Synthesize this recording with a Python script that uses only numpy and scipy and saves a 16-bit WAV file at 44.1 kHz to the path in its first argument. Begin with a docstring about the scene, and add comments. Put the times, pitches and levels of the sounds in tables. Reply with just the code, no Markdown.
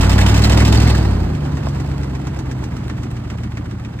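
"""Outdoors, a V8 pickup is briefly revved and sinks back to idle, heard by a phone carried from nose to tail.
Each cylinder bank fires unevenly, so the pulses hold harmonics of the engine cycle: they boom under
throttle, while impacts and gritty bursts ring the metal of the engine bay. Once the throttle shuts,
the exhaust burbles, gas slugs chug at the tailpipe's resonances, and a sharp puff, like a leaking
manifold, ticks once in every cycle. Fan and belts whirr behind it, and loose parts rattle."""
import sys
import numpy as np
from scipy import signal
from scipy.fft import rfft, irfft
from scipy.io import wavfile

SR = 44100
rng = np.random.default_rng(int(sys.argv[2]) if len(sys.argv) > 2 else 0)


def transcribe(u):
    """Save the signal u as a 16-bit wav file named by the first command-line argument.

    u: samples, shape (n,) or (channels, n), limited to [-1, 1]; the rate is SR.
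    q: integer samples, one column per channel.
    """
    v = np.clip(np.atleast_2d(u).T, -1, 1)
    q = np.round(v * 32767).astype(np.int16)
    wavfile.write(sys.argv[1], SR, q)


N = 176400
PADDED = 180000  # FFT length [samples]
CYCLE_TURNS, CYLINDERS = 2, 8  # crank turns and firings in one engine cycle

# levels of the rough layers (time [s], rumble [dB], clatter [dB], leak [dB], whirr [dB])
ROUGH_LEVELS = [(0, -22.5, -29, -60, -25), (.45, -20.5, -26.5, -62, -22), (.9, -18.5, -30, -49, -24.5),
                (1.08, -23, -45, -62, -26.5), (1.3, -24, -66, -53, -33), (1.7, -30, -53, -58, -33),
                (2.3, -28, -54.5, -56, -35.5), (2.9, -32.5, -50.5, -50, -38), (3.5, -35, -53.5, -46, -40.5),
                (4, -33, -60, -51.5, -41.5)]
# modes of the engine's metal parts (frequency [Hz], bandwidth [Hz], relative level [dB])
METAL_MODES = [(635, 66, 9), (871, 13, 3), (1947, 15.3, 3), (2150, 87, 0.5), (2628, 60, 6),
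               (3028, 14, -1.5), (3190, 91, 0.5), (3660, 28, -1.5), (4240, 57, -4), (5047, 27, 0)]


def boom(cycle):
    """Periodic excitation: under throttle, uneven firing pulses sound harmonics of the cycle rate."""
    # spectrum (order [multiple of the cycle rate], relative level [dB])
    orders = [(2, -37.5), (3, -37), (4, -34.5), (5, -11.5), (6, -45), (7, -33.5), (8, -12.5), (9, -25.5),
              (10, -42), (11, -23), (12, -38), (13, -27.5), (16, -19.5), (17, -37), (19, -31), (21, -40),
              (22, -30), (23, -39), (24, -33.5), (29, -32.5)]
    # envelope (time [s], gain [dB])
    gain = [(0, 1), (.3, 0.5), (.65, 2), (.9, 1.5), (1.02, -2.5), (1.15, -3.5), (1.27, -10), (1.5, -67),
            (4, -71)]
    return -harmonics(cycle, orders, waver=0.021) * undb(curve(gain))


def burble(cycle):
    """Random modulation: with the throttle shut, wavering harmonics surround the firing note."""
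    # spectrum without the firing note (order [multiple of the cycle rate], relative level [dB])
    orders = [(5, -42.5), (7, -37), (9, -31.5), (11, -29.5), (13, -31.5), (18, -42.5), (19, -33.5),
              (21, -42), (23, -42), (24, -37), (27, -41), (29, -38.5), (32, -39.5), (35, -43), (38, -44),
              (40, -45.5)]
    # envelopes (time [s], burble gain [dB], firing note level [dB])
    levels = [(0, -33, -41), (1, -7, -38), (1.28, 0.5, -27), (1.5, 3, -24.5), (2, -0.5, -22.5),
              (2.6, -0.5, -30.5), (3.1, 0.5, -35), (3.6, -1, -54), (4, -5.5, -58)]
    lumps = harmonics(cycle, orders, waver=0.09, smear_rad=.95) * undb(curve(levels))
    note = harmonics(cycle, [(CYLINDERS, 0)], waver=0.083) * undb(curve(levels, column=2))
    return lumps + note


def rumble(cycle):
    """Flow noise: rough exhaust gas swells at each firing and excites the tailpipe's hollow resonance."""
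    # gas spectrum (frequency [Hz], relative density [dB])
    spectrum = [(20, -41), (45, -7), (75, -3), (150, 0.5), (220, -6.5), (310, -7), (450, -16.5), (700, -32),
                (2000, -59)]
    # envelope of the resonance (time [s], level [dB])
    pipe_level = [(0, -31), (.5, -28.5), (.65, -29.5), (.77, -24.5), (1, -37), (1.4, -34.5), (2.2, -37),
                  (3, -53), (3.6, -51), (4, -46)]
    pipe_hz, width_hz = 279.4, 84
    gas = colour(noise() * throb(cycle, depth=0.55), spectrum)
    flow = noise() * throb(cycle, depth=0.46)
    hollow = unit(ring(ring(flow, pipe_hz, width_hz), pipe_hz, width_hz))
    return gas * undb(curve(ROUGH_LEVELS)) + hollow * undb(curve(pipe_level))


def drone(cycle):
    """The second harmonic of the firing rate: a smooth tone an octave above the firing note."""
    # envelope (time [s], level [dB])
    level = [(0, -45), (1.1, -28.5), (1.3, -23.5), (1.55, -21), (1.8, -23), (2.1, -24.5), (2.6, -24.5),
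             (3.1, -25), (3.6, -25), (4, -28.5)]
    return harmonics(cycle, [(2 * CYLINDERS, 0)], waver=0.046) * undb(curve(level))


def chugs(cycle):
    """Impulse response of a pipe: slugs of gas ring the tailpipe's modes in rounded chugs."""
    # gas slugs, in two groups a cycle (place [cycles], relative level [dB])
    slugs = [(.13, -11), (0.299, -7), (.36, -1), (.66, -1.5), (0.761, 1.5)]
    # pipe modes (frequency [Hz], bandwidth [Hz], relative level [dB])
    modes = [(204, 50, 0.5), (275.3, 42, 0.5)]
    # envelope (time [s], level [dB])
    level = [(0, -51), (1.1, -31), (1.5, -36), (2.6, -32), (3.2, -34), (3.65, -33.5), (4, -36)]
    push = pulses(cycle, slugs, scatter_db=0.5)
    pipe = sum(undb(db) * ring(ring(push, hz, width), hz, hz / 2) for hz, width, db in modes)
    return unit(pipe) * undb(curve(level))


def clatter(cycle):
    """Forced vibration: gritty noise bursts in the engine bay drive the modes of its metal parts."""
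    # bursts in each cycle (place [cycles], relative level [dB], decay [cycles])
    pattern = [(.09, 1.5, 0.32), (.335, -3, 0.72), (.485, 0.5, 0.12), (.745, -4.5, 0.13)]
    # burst spectrum (frequency [Hz], relative density [dB])
    spectrum = [(150, -4), (400, -8), (800, -3.5), (1500, 0.5), (2500, -0.5), (4300, -6), (5800, -5.5),
                (8000, -10), (10500, -23), (14000, -19), (16000, -33)]
    grit_per_s, grit_db, metal_db = 2500, -6.5, -18
    grit = unit(np.sign(noise()) * (rng.random(N) < grit_per_s / SR))
    drive = (noise(channels=3) + undb(grit_db) * grit) * bursts(cycle, pattern, rise_cycles=0.054)
    metal = unit(sum(undb(db) * ring(drive, hz, width) for hz, width, db in METAL_MODES))
    return unit(colour(drive, spectrum) + undb(metal_db) * metal) * undb(curve(ROUGH_LEVELS, column=2))


def valve_taps(cycle):
    """Free vibration after impact: each valve gear blow cracks and rings its own mix of metal modes."""
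    # blows in each cycle (place [cycles], relative level [dB])
    pattern = [(.1, -1), (.14, 2.5), (.23, -2.5), (.355, -1.5), (.43, 2), (.51, -0.5), (.58, -3),
               (0.759, -6)]
    # tone shaping (frequency [Hz], relative gain [dB])
    spectrum = [(200, -3), (600, 0), (2000, -1.5), (3200, 2), (4500, 4.5), (8000, 4), (10500, -9.5),
                (14000, -6), (16000, -20)]
    # envelope (time [s], level [dB])
    level = [(0, -29), (.45, -24.5), (.9, -29.5), (1.08, -44), (1.3, -49.5), (1.75, -46.5), (2.3, -54),
             (4, -58)]
    mode_scatter_db, detune_share, crack_db, crack_decay_s = 8.5, .012, 0.5, 0.0044
    blows = pulses(cycle, pattern, scatter_db=3.5)
    age = np.arange(SR // 16) / SR
    hz, width, db = np.array(METAL_MODES).T[:, :, None]
    decay = np.sqrt(width / width.sum()) * np.exp(-np.pi * width * age)  # broad modes die sooner
    out = np.zeros((3, N + len(age)))
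    for at in np.flatnonzero(blows):
        size, detune, phase = rng.standard_normal(size=(3, 3, len(METAL_MODES), 1))
        strength = undb(db + mode_scatter_db * np.clip(size, -1, 1))
        pitch = hz * (1 + detune_share * detune)
        rings = (strength * decay * np.sin(2 * np.pi * (pitch * age + phase))).sum(axis=1)
        crack = undb(crack_db) * rng.standard_normal(size=(3, len(age))) * np.exp(-age / crack_decay_s)
        out[:, at:at + len(age)] += blows[at] * (rings + crack)
    return colour(out, spectrum) * undb(curve(level))


def clacks():
    """Damped resonance: shaken parts in the engine bay clack, each with its own short ring."""
    # metallic clacks (time [s], pitch [Hz], level [dB])
    hits = [(0.032, 1210, -18), (0.185, 1720, -17.5), (.213, 2180, -22.5), (0.262, 3060, -22),
            (.274, 4740, -31), (.438, 4170, -16), (.449, 4770, -31), (0.602, 2170, -17),
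            (0.774, 4530, -21.5), (0.87, 2100, -21), (0.899, 4400, -23), (0.947, 1650, -22.5),
            (1.03, 4500, -39)]
    return sum(undb(db) * strike(s, decay_s=0.013) * unit(ring(noise(), hz, width_hz=280))
               for s, hz, db in hits)


def leak(cycle):
    """Jet noise: escaping gas puffs weakly throughout and, towards idle, ticks sharply once a cycle."""
    # weak puffs in each cycle (place [cycles], relative level [dB], decay [cycles])
    puffs = [(.18, -1, .092), (.58, -3, .14), (.85, -4, .05)]
    # their spectrum (frequency [Hz], relative density [dB])
    puff_spectrum = [(200, -20), (600, -1.5), (1200, 17), (2000, 10.5), (3000, 6.5), (4300, -5),
                     (5800, -7.5), (8000, -24), (10500, -42), (15000, -29)]
    # sharp ticks (time [s], hiss level [dB], clack level [dB], clack pitch [Hz])
    ticks = [(1.348, -40, -35, 2000), (1.457, -44, -40, 2080), (1.568, -39.5, -32.5, 1680),
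             (1.684, -36.5, -44, 3000), (1.798, -37.5, -36, 1900), (1.913, -44, -36, 1800),
             (2.031, -39, -36, 1500), (2.149, -40, -35, 1900), (2.268, -37, -31, 1200),
             (2.388, -35.5, -39, 1500), (2.511, -36, -33, 1280), (2.639, -36.5, -51, 1200),
             (2.765, -39.5, -36, 1400), (2.896, -39.5, -30.5, 1700), (3.031, -38.5, -39, 1510),
             (3.165, -43.5, -38, 2120), (3.299, -39, -33.5, 2020), (3.433, -41, -34.5, 1730),
             (3.57, -39.5, -32, 1860), (3.709, -43, -37.5, 1110), (3.847, -43.5, -35.5, 2200),
             (3.987, -47, -36.5, 1900)]
    # spectrum of their hiss (frequency [Hz], relative density [dB])
    hiss_spectrum = [(500, -14), (2000, -1), (3000, -0.5), (4300, 1.5), (5800, 4), (8000, -2),
                     (10500, -18.5), (15000, -13.5)]
    rise_s, decay_s, width_hz = 0.0022, 0.012, 1160
    t = np.arange(N) / SR
    gas = noise(channels=3)
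    hiss = colour(noise(channels=3), hiss_spectrum)
    puffing = noise(channels=3) * bursts(cycle, puffs, rise_cycles=0.022)
    out = colour(puffing, puff_spectrum) * undb(curve(ROUGH_LEVELS, column=3))
    for s, hiss_db, clack_db, hz in ticks:
        near = slice(int(s * SR), int(s * SR) + SR // 10)
        shape = swell(np.maximum(t[near] - s, 0), rise_s, decay_s)
        clack = unit(ring(ring(gas[:, near], hz, width_hz), hz, 2 * width_hz))
        out[:, near] += shape * (undb(hiss_db) * hiss[:, near] + undb(clack_db) * clack)
    return out


def whirr(cycle):
    """Broadband noise of fan, belts and valve gear, fluttering and pulsing faintly with the firings."""
    # spectrum (frequency [Hz], relative density [dB])
    spectrum = [(100, -8), (350, -0.5), (550, 1), (900, -1.5), (1600, -8), (2500, -13.5), (4300, -21.5),
                (5800, -23.5), (8000, -28), (10500, -39), (15000, -35.5)]
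    drive = noise(channels=3) * throb(cycle, depth=0.033) * undb(1.06 * drift(knots_per_s=90))
    return colour(drive, spectrum) * undb(curve(ROUGH_LEVELS, column=4))


def rasp(cycle, hz=4440, width_hz=1130):
    """Band-limited noise, modulated at the firing rate: a thin bright rasp beside the valve taps."""
    # envelope (time [s], level [dB])
    level = [(0, -41), (.45, -43), (.9, -34), (1.08, -43.5), (1.3, -54), (1.75, -53.5), (2.3, -63),
             (4, -67)]
    drive = noise(channels=3) * throb(cycle, depth=0.23)
    return unit(ring(ring(drive, hz, width_hz), hz, width_hz)) * undb(curve(level))


def knocks():
    """Heavy damping: three modes die within milliseconds, so each knock sounds dull."""
    # knocks (time [s], level [dB])
    hits = [(1.671, -15), (2.512, -40), (2.897, -29.5), (3.573, -28)]
    # their modes (frequency [Hz], relative level [dB])
    modes = [(660, 1.5), (830, -8.5), (1040, -5)]
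    t = np.arange(N) / SR
    return sum(undb(db + mode_db) * strike(s, decay_s=.003) * np.sin(2 * np.pi * hz * (t - s))
               for s, db in hits for hz, mode_db in modes)


def rattles():
    """Light impacts: loose parts each give a fast-decaying band of noise."""
    # rattles (time [s], pitch [Hz], bandwidth [Hz], level [dB])
    hits = [(1.96, 2130, 303, -44), (2.044, 1080, 597, -32), (2.346, 2150, 200, -31),
            (2.466, 2110, 200, -38.5), (2.59, 2130, 199, -35), (2.639, 2150, 200, -30.5),
            (2.72, 2100, 198, -35), (2.881, 1700, 2000, -35), (2.98, 1400, 594, -38),
            (3.113, 1780, 3470, -36), (3.386, 2300, 600, -38), (3.52, 2100, 500, -35),
            (3.659, 2060, 500, -34), (3.799, 1930, 496, -38), (3.938, 2400, 900, -42)]
    return sum(undb(db) * strike(s, decay_s=0.0042) * unit(ring(noise(), hz, width))
               for s, hz, width, db in hits)


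def harmonics(cycle, orders, waver, smear_rad=.45):
    """Fourier series of one bank's uneven pulses; pipes smear the phases and high orders waver more."""
    # firings of the nearer cylinder bank (slot [eighths of a cycle])
    bank_slots = [0, 2, 3, 5]
    out = 0
    for order, db in orders:
        bank = np.exp(-2j * np.pi * order * np.array(bank_slots) / CYLINDERS).sum()
        phase = 2 * np.pi * order * cycle + np.angle(bank) + smear_rad * rng.standard_normal()
        spread = waver * order / CYLINDERS
        amplitude = undb(db) * (1 + spread * drift(knots_per_s=12))
        out = out + amplitude * np.cos(phase + spread * drift(knots_per_s=12))
    return out


def bursts(cycle, table, rise_cycles):
    """Envelope of bursts that return in every cycle, vary a little in strength and add in power."""
    power = 0
    for place, db, decay in table:
        since = cycle - place + 1
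        size = undb(db - 0.5 * rng.standard_normal(size=64))[since.astype(int)]
        power = power + (size * swell(since % 1, rise_cycles, decay)) ** 2
    return unit(np.sqrt(power))


def pulses(cycle, table, scatter_db):
    """Impulse train: pushes at set places of every cycle, each of its own strength."""
    out = np.zeros(N)
    for place, db in table:
        at = np.flatnonzero(np.diff(np.floor(cycle - place)))
        out[at] += undb(db + scatter_db * rng.standard_normal(size=64))[:len(at)]
    return out


def throb(cycle, depth):
    """Amplitude modulation at the firing rate."""
    return unit(1 + depth * np.cos(2 * np.pi * CYLINDERS * cycle))


def swell(age, rise, decay):
    """Linear rise, then exponential decay."""
    return np.minimum(age / rise, 1) * np.exp(-np.maximum(age - rise, 0) / decay)


def strike(start_s, decay_s):
    """Sudden onset, then exponential decay."""
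    age = np.arange(N) / SR - start_s
    return (age >= 0) * np.exp(-np.maximum(age, 0) / decay_s)


def ring(x, hz, width_hz):
    """Second-order resonator."""
    return signal.lfilter(*signal.iirpeak(hz, hz / width_hz, fs=SR), x)


def colour(x, table):
    """Spectral shaping, scaled to rms 1."""
    return unit(irfft(rfft(x, PADDED) * undb(response(table)), PADDED)[..., :N])


def noise(channels=1):
    """White noise, uncorrelated between rows."""
    return rng.standard_normal((channels, N))


def drift(knots_per_s):
    """Random fluctuation: Gaussian values joined by straight lines."""
    knots = rng.standard_normal(1024)
    return 1.67 * np.interp(np.arange(N) / SR * knots_per_s, np.arange(len(knots)), knots)


def curve(table, column=1):
    """One column of a time table, interpolated linearly."""
    rows = np.array(table, float)
    return np.interp(np.arange(N) / SR, rows[:, 0], rows[:, column])


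def response(table, column=1):
    """One column of a frequency table, interpolated over log frequency."""
    rows = np.array(table, float)
    hz = np.maximum(np.fft.rfftfreq(PADDED, 1 / SR), 1)
    return np.interp(np.log(hz), np.log(rows[:, 0]), rows[:, column])


def undb(db):
    """Decibels to amplitude ratio."""
    return 10 ** (np.asarray(db) / 20)


def unit(x):
    """Scale to rms 1."""
    return x / np.sqrt(np.mean(x ** 2))


def scene():
    """Partial coherence: left and right share the direct sound; body and ground scatter the noisy parts."""
    # crankshaft speed (time [s], speed [rpm])
    speed = [(0.0, 1368.7), (0.25, 1478.5), (0.5, 1576.3), (0.7, 1593.3), (0.92, 1605.6), (1.03, 1508.5),
             (1.2, 1249.0), (1.32, 1136.2), (1.55, 1060.1), (1.85, 1034.1), (2.25, 1008.0), (2.6, 946.0),
             (2.95, 905.5), (3.4, 882.9), (4.0, 849.3)]
    # stereo image (frequency [Hz], left minus right [dB], left phase lead [rad], coherence [0-1])
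    stereo_image = [(60, 0.3, 0.21, 0.7), (198, -1, 0.08, .995), (380, 2, -1, 0.73),
                    (567, -7.5, -1.87, 0.97), (1400, -5, 0.5, 0.5), (2350, -0.5, 2, 0.81),
                    (3870, -5.5, 2.5, 0.26), (5480, -1, 3, 0.67), (7830, -0.5, 5.5, 0.45),
                    (8570, 4.5, 7, 1), (9300, -7, 6, 1), (11900, 2.5, 10.5, 1), (12700, -2, 15, .9),
                    (14000, 0, 13, .9), (15400, 3, 10, .9)]
    cycle = np.cumsum(curve(speed)) / SR / 60 / CYCLE_TURNS  # engine cycles elapsed
    boom_cycle, pipe_cycle = cycle - .66, cycle - .35  # counted from the nearer bank's first pulse
    engine_bay = clatter(cycle) + valve_taps(cycle) + rasp(cycle) + leak(cycle) + whirr(cycle)
    exhaust = boom(boom_cycle) + burble(pipe_cycle) + rumble(pipe_cycle) + drone(pipe_cycle)
    coherent = exhaust + chugs(cycle) + clacks() + knocks() + rattles()
    shared, left, right = rfft(engine_bay, PADDED)
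    coherence = np.clip(response(stereo_image, column=3), 0, 1)
    direct = rfft(coherent, PADDED)[0] + np.sqrt(coherence) * shared
    scatter = np.sqrt(1 - coherence)
    balance = undb(response(stereo_image))
    lead = np.exp(1j * response(stereo_image, column=2))
    stereo = np.array([(direct + scatter * left) * balance * lead, direct + scatter * right])
    return irfft(stereo * np.sqrt(2 / (1 + balance ** 2)), PADDED)[:, :N]


def record(dry, top_hz=15400):
    """Clipping and band limiting: the phone clips peaks at full scale, then cuts the highest treble."""
    low_pass = signal.ellip(8, .2, 70, top_hz, fs=SR, output="sos")
    return signal.sosfilt(low_pass, np.clip(dry, -1, 1))


dry = scene()
out = record(dry)
transcribe(out)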